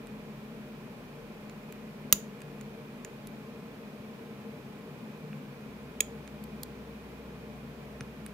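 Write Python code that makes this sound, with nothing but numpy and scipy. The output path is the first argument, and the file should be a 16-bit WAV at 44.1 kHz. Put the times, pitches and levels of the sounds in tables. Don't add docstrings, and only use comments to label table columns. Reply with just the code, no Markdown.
import sys
import numpy as np
from scipy import signal
from scipy.fft import rfft, irfft, next_fast_len
from scipy.io import wavfile

SR = 44100
rng = np.random.default_rng(int(sys.argv[2]) if len(sys.argv) > 2 else 0)


def nominal_scale(level):
    x = np.asarray(level, float) / 20
    return 10 ** x


def pcm_store(signal):
    levels = np.round(np.clip(np.atleast_2d(signal), -1, 1) * 32767)
    wavfile.write(sys.argv[1], SR, levels.astype(np.int16).T)


N = 367353

LEFT_LAG_S = .00013
HISS_EDGE_HZ, TOP_HZ = 15880, 16300
LEFT_RIGHT = np.array([[1], [-1]])


def at_hz(points, hz):
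    points_hz, values = np.array(points).T
    return np.interp(np.log(hz), np.log(points_hz), values)


def add(out, s, sound):
    i = round(s * SR)
    out[:, i:i + sound.shape[1]] += sound[:, :N - i]


def band_pass(order, low_hz, high_hz, noise):
    sos = signal.butter(order, [low_hz, high_hz], "band", fs=SR, output="sos")
    return signal.sosfilt(sos, noise)


def ventilation():
    # (frequency [Hz], level [dB])
    air_colour = [(15, -64.5), (25, -19.5), (102, -17.5), (190, -8), (326, -13), (700, -19.5),
                  (2400, -26.5), (8140, -43)]
    # (frequency [Hz], width [Hz], lift [dB])
    duct = [(142, 30, 11), (215, 22, 9), (247, 16.3, 6.5), (340, 25, -9), (354, 23, 5.5), (414, 11.5, 2.5),
            (459, 98, 8), (457.5, 11, 3.5), (533, 16, -5), (597, 40, 5), (1041, 76, 4.5), (2330, 48, 6.5),
            (2475, 74, 7.5)]
    # (frequency [Hz], width [Hz], lift [dB])
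    capsule = [(11600, 500, 5.5), (13300, 700, 0), (14700, 900, 4.5)]
    # (frequency [Hz], correlation [-1 to 1])
    likeness = [(60, 0.95), (150, .99), (320, 0.93), (630, 0.85), (880, .5), (1700, .3), (3300, .07),
                (15000, .07)]
    # (frequency [Hz], left minus right [dB])
    lean = [(60, -1.5), (130, 1.5), (290, 1.5), (640, 2.0), (1410, -1.5), (3100, -4.5), (6820, 1.5),
            (15000, -2)]
    size = next_fast_len(N)
    hz = np.maximum(np.fft.rfftfreq(size, 1 / SR), 10)
    colour_db = at_hz(air_colour, hz)
    for centre_hz, width_hz, lift_db in duct + capsule:
        colour_db = colour_db + lift_db / (1 + (2 * (hz - centre_hz) / width_hz) ** 2)
    alike = np.clip(at_hz(likeness, hz), -1, 1)
    mid, side = rfft(rng.standard_normal((2, size)), axis=1)
    ports = np.sqrt(1 + alike) * mid + LEFT_RIGHT * np.sqrt(1 - alike) * side
    ports = ports * nominal_scale(colour_db + LEFT_RIGHT * at_hz(lean, hz) / 2)
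    ports = ports * np.exp(-1j * np.pi * LEFT_RIGHT * hz * LEFT_LAG_S)
    air = irfft(ports * (hz < HISS_EDGE_HZ), size, axis=1)[:, :N]
    return nominal_scale(-45) * air / np.sqrt(np.mean(air ** 2))


def tone(start, stop, start_hz, stop_hz, db):
    fade_s = 0.14
    t = np.arange(N) / SR - LEFT_LAG_S * np.array([[1], [0]])
    fade = np.clip(np.minimum(t - start, stop - t) / fade_s + 1, 0, 1)
    glide_hz_per_s = (stop_hz - start_hz) / (stop - start)
    cycles = start_hz * (t - start) + glide_hz_per_s * (t - start) ** 2 / 2
    return np.sqrt(2) * nominal_scale(db) * fade * np.sin(2 * np.pi * cycles)


def fan():
    start_hz, sag_hz_per_s = 213.5, .55
    return tone(0, N / SR, start_hz, start_hz - sag_hz_per_s * N / SR, -53)


def far_motors():
    # (start [s], stop [s], start pitch [Hz], stop pitch [Hz], level [dB rms])
    runs = [
        (0.0, 3.3, 41, 39.5, -65.5),
        (5.2, 5.52, 155, 142, -49),
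        (5.721, 5.95, 67, 63.6, -60.5),
        (6.079, 8.4, 63.3, 61.16, -56),
    ]
    return sum(tone(*run) for run in runs)


def mains():
    # (multiple of 120 Hz [-], level [dB rms])
    overtones = [(5, -69), (6, -80), (7, -70), (11, -78.5), (12, -83)]
    t = np.arange(N) / SR
    buzz = 0
    for multiple, db in overtones:
        waver_db = np.interp(t, np.arange(26) / 3, 2.0 * rng.standard_normal(26))
        buzz = buzz + np.sqrt(2) * nominal_scale(db + waver_db) * np.sin(2 * np.pi * round(multiple) * 120 * t)
    return buzz


def ring(force, hz, t60):
    r, w = nominal_scale(-60 / (t60 * SR)), 2 * np.pi * hz / SR
    return signal.lfilter([0, np.sin(w)], [1, -2 * r * np.cos(w), r * r], force)


def thud(db, hz, t60):
    push = np.zeros(8000)
    push_size = int(SR / hz / 2)
    push[:push_size] = np.hanning(push_size) * 4 * hz / SR
    return nominal_scale(db) * np.tile(ring(push, hz, t60), (2, 1))


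def struck(hz, t60, contact_ms, size):
    plug_hz, plug_width_hz, plug_turn = 6600, 1100, 1.5
    t = np.arange(size) / SR
    swell = 1 - np.exp(-(t * 1000 / max(contact_ms, .05)) ** 2)
    late = plug_turn * np.exp(-((hz - plug_hz) / plug_width_hz) ** 2) * np.array([[0], [1]])
    return swell * nominal_scale(-60 * t / t60) * np.sin(2 * np.pi * hz * t - late)


def crack(low_hz, top_hz, t60, size):
    noise = rng.standard_normal((3, size)) * nominal_scale(-60 * np.arange(size) / SR / t60)
    return band_pass(3, low_hz, top_hz, 0.78 * (noise[:2] + noise[2]))


def hand_bump():
    # (level [dB], pitch [Hz], decay t60 [s])
    palm = (-32.5, 140, 0.088)
    out = np.zeros((2, N))
    add(out, 8.0105, thud(*palm))
    return out


def knock_and_shank(knock_db, shank_db):
    # (lowest mode [Hz], highest mode [Hz], decay t60 [s], level [dB])
    parts = [
        (1450, 2850, 0.011, 3.5),
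        (3300, 5000, 0.0081, 6),
    ]
    sound = 0
    for (low_hz, high_hz, t60, part_db), db in zip(parts, [knock_db, shank_db]):
        pitches = np.geomspace(low_hz, high_hz, 6) * (1 + 0.0096 * rng.standard_normal(6))
        for k, hz in enumerate(pitches):
            sense = (-1) ** k
            contact_ms = rng.uniform(0.1, 2.2)
            sound = sound + sense * nominal_scale(db + part_db) * struck(hz, t60, contact_ms, size=1500)
    return sound


def ticks():
    # (ring [Hz], sizzle against the shank [dB], sizzle from [Hz], sizzle up to [Hz])
    pins = [(5900, 3, 9100, 9600), (6800, -4, 5200, 10400), (6870, -0.5, 6700, 17000),
            (8260, -2.5, 5400, 14000), (9860, 2.5, 7100, 14000)]
    # (time [s], ring [dB], vice knock [dB re ring], pick shank [dB re
    touches = [
        [(4.8097, -62, 10, -8.5), (5.3294, -64, 19.5, -3), (8.0076, -34.5, -3.5, -14)],
        [(1.496, -44, -3, -10.5), (6.2761, -44.5, -2.5, -6.5)],
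        [(1.724, -45, -4.5, -7.5), (2.4044, -55, 5, -10), (2.611, -37.5, -11, -19), (3.048, -27, -16.5, -24),
         (6.6328, -35.5, -14, -4)],
        [(0.0704, -45.5, -8, -11), (2.418, -40.5, -9, -14)],
        [(3.2713, -41, -14, -10), (6.439, -47.5, -10, -7.5), (8.2629, -33.5, -11, -18.5)],
    ]
    lean_db = -3.5
    out = np.zeros((2, N))
    for (ring_hz, sizzle_db, sizzle_hz, top_hz), rows in zip(pins, touches):
        for s, ring_db, knock_db, shank_db in rows:
            pin = struck(ring_hz, 0.0073, 0.25, size=1500)
            sizzle = nominal_scale(shank_db + sizzle_db + 12.0) * crack(sizzle_hz, top_hz, 0.012, size=1500)
            sound = pin + sizzle + knock_and_shank(knock_db, shank_db)
            add(out, s, nominal_scale(ring_db + lean_db / 2 * LEFT_RIGHT) * sound)
    return out


def wrench_song():
    # (frequency [Hz], decay t60 [s], level [dB])
    bending = [(6850, 0.24, -42.5), (7250, 0.2, -50)]
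    song = 0
    for hz, t60, db in bending:
        for detune in [.987, 1, 1.009]:
            song = song + nominal_scale(db) * struck(hz * detune, t60, 5, size=16000)
    return song


def rattled(sound, ms, db):
    own_share = 0.93
    age = np.arange(SR // 50) / SR * 1000
    jolts = rng.choice([-1, 1], (3, len(age)))
    bounces = (jolts[2] + own_share * jolts[:2]) * np.clip(age - .8, 0, 1) / (1 + (age / ms) ** 10)
    bounces *= nominal_scale(db) / np.sqrt(np.sum(bounces ** 2, axis=1, keepdims=True))
    bounces[:, 0] = 1
    for _ in range(6):
        spectrum = rfft(bounces, axis=1)
        bounces = irfft(spectrum / np.abs(spectrum), len(age), axis=1) * (age < 1.15 * ms)
    return nominal_scale(5.5) * signal.fftconvolve(sound, bounces, axes=1)[:, :sound.shape[1]]


def snaps():
    snap_s = [
        2.1258,
        6.0049,
    ]
    # (peak [dB], contact build-up [ms], crack [dB], spring rattle [ms], rattle [dB])
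    blows = [
        (-2, 0.1, -8.5, 5.4, -3.5),
        (-1, 1.1, -17.5, 5.2, -4),
    ]
    # (frequency [Hz], decay t60 [s], left [dB], right [dB])
    hard_pin = [(1100, .014, -25, -25), (1340, .012, -25, -24), (2070, .012, -21, -18),
                (2710, .012, -21, -17), (3410, .01, -24, -20), (4440, .006, -23, -20),
                (5950, .005, -10, -8), (6530, .007, -7, -4), (7050, .006, -10, -6), (9100, .004, -22, -17),
                (10960, .003, -16, -13), (12880, .003, -13, -13), (13720, .0045, -1, -2),
                (15580, .004, -9, -9)]
    # (frequency [Hz], decay t60 [s], left [dB], right [dB])
    soft_pin = [(1800, .01, -29, -28), (2250, .01, -22, -20), (2550, .01, -20, -18), (3280, .01, -22, -16),
                (3850, .008, -23, -20), (4730, .006, -30, -25), (5780, .006, -30, -28),
                (6790, .009, -9, -3), (8140, .012, -23, -16), (9560, .004, -30, -23),
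                (12900, .004, -17, -14), (14000, .005, -15, -14), (15100, .004, -15, -15)]
    # (level [dB], pitch [Hz], decay t60 [s])
    vice_thuds = [
        (-25.5, 205, 0.12),
        (-28, 440, .03),
    ]
    # (level [dB], pitch [Hz], decay t60 [s])
    jaw = (-28.5, 507, 0.025)
    out = np.zeros((2, N))
    for s, blow, vice, modes in zip(snap_s, blows, vice_thuds, [hard_pin, soft_pin]):
        peak_db, contact_ms, crack_db, rattle_ms, rattle_db = blow
        pin = 0
        for k, (hz, t60, left_db, right_db) in enumerate(modes):
            strength = (-1) ** k * nominal_scale(np.array([[left_db], [right_db]]))
            pin = pin + strength * struck(hz, t60, contact_ms + 1500 / hz, size=3000)
        build_up = np.minimum(np.arange(3000) / SR * 1000 / contact_ms, 1)
        pin = pin + nominal_scale(crack_db) * crack(2070, TOP_HZ, 0.011, size=3000) * build_up
        add(out, s, nominal_scale(peak_db) * rattled(pin, rattle_ms, rattle_db))
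        add(out, s + 0.003, thud(*vice))
    add(out, snap_s[0] + 0.0016, thud(*jaw))
    add(out, snap_s[0], wrench_song())
    return out


def space(x):
    # (frequency [Hz], t60 [s])
    room_t60 = [(500, 0.27), (3000, 0.3), (7000, 0.27), (15000, 0.18)]
    scatter_s, scatter_db, room_db = .0045, -15, -18
    t = np.arange(SR // 2) / SR
    near = rng.standard_normal((2, len(t))) * (rng.random((2, len(t))) < .15)
    near *= np.clip(t * 1000, 0, 1) / (1 + (t / scatter_s) ** 8)
    near /= np.sqrt(np.sum(near ** 2, axis=1, keepdims=True))
    edges, tail = np.geomspace(250, HISS_EDGE_HZ, 9), 0
    for low, high in zip(edges, edges[1:]):
        band = band_pass(2, low, high, rng.standard_normal((2, len(t))))
        tail = tail + band * nominal_scale(-60 * t / at_hz(room_t60, np.sqrt(low * high)))
    tail = tail * np.clip(t / .008, 0, 1) / np.sqrt(SR / 40)
    response = nominal_scale(scatter_db) * near + nominal_scale(room_db) * tail
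    return x + signal.fftconvolve(x, response, axes=1)[:, :N]


def scene():
    hum = fan() + far_motors() + mains()
    lock = space(snaps() + ticks() + hand_bump())
    return lock + ventilation() + hum * nominal_scale(.6 * LEFT_RIGHT)


def top_cut(x):
    return signal.sosfilt(signal.butter(12, 16750, fs=SR, output="sos"), x)


def record(dry):
    heard = signal.sosfilt(signal.butter(4, 36, "high", fs=SR, output="sos"), dry)
    heard = signal.sosfilt(signal.cheby2(10, 50, TOP_HZ + 200, fs=SR, output="sos"), heard)
    return top_cut(np.clip(heard, -1, 1))


dry = scene()
out = record(dry)
pcm_store(out)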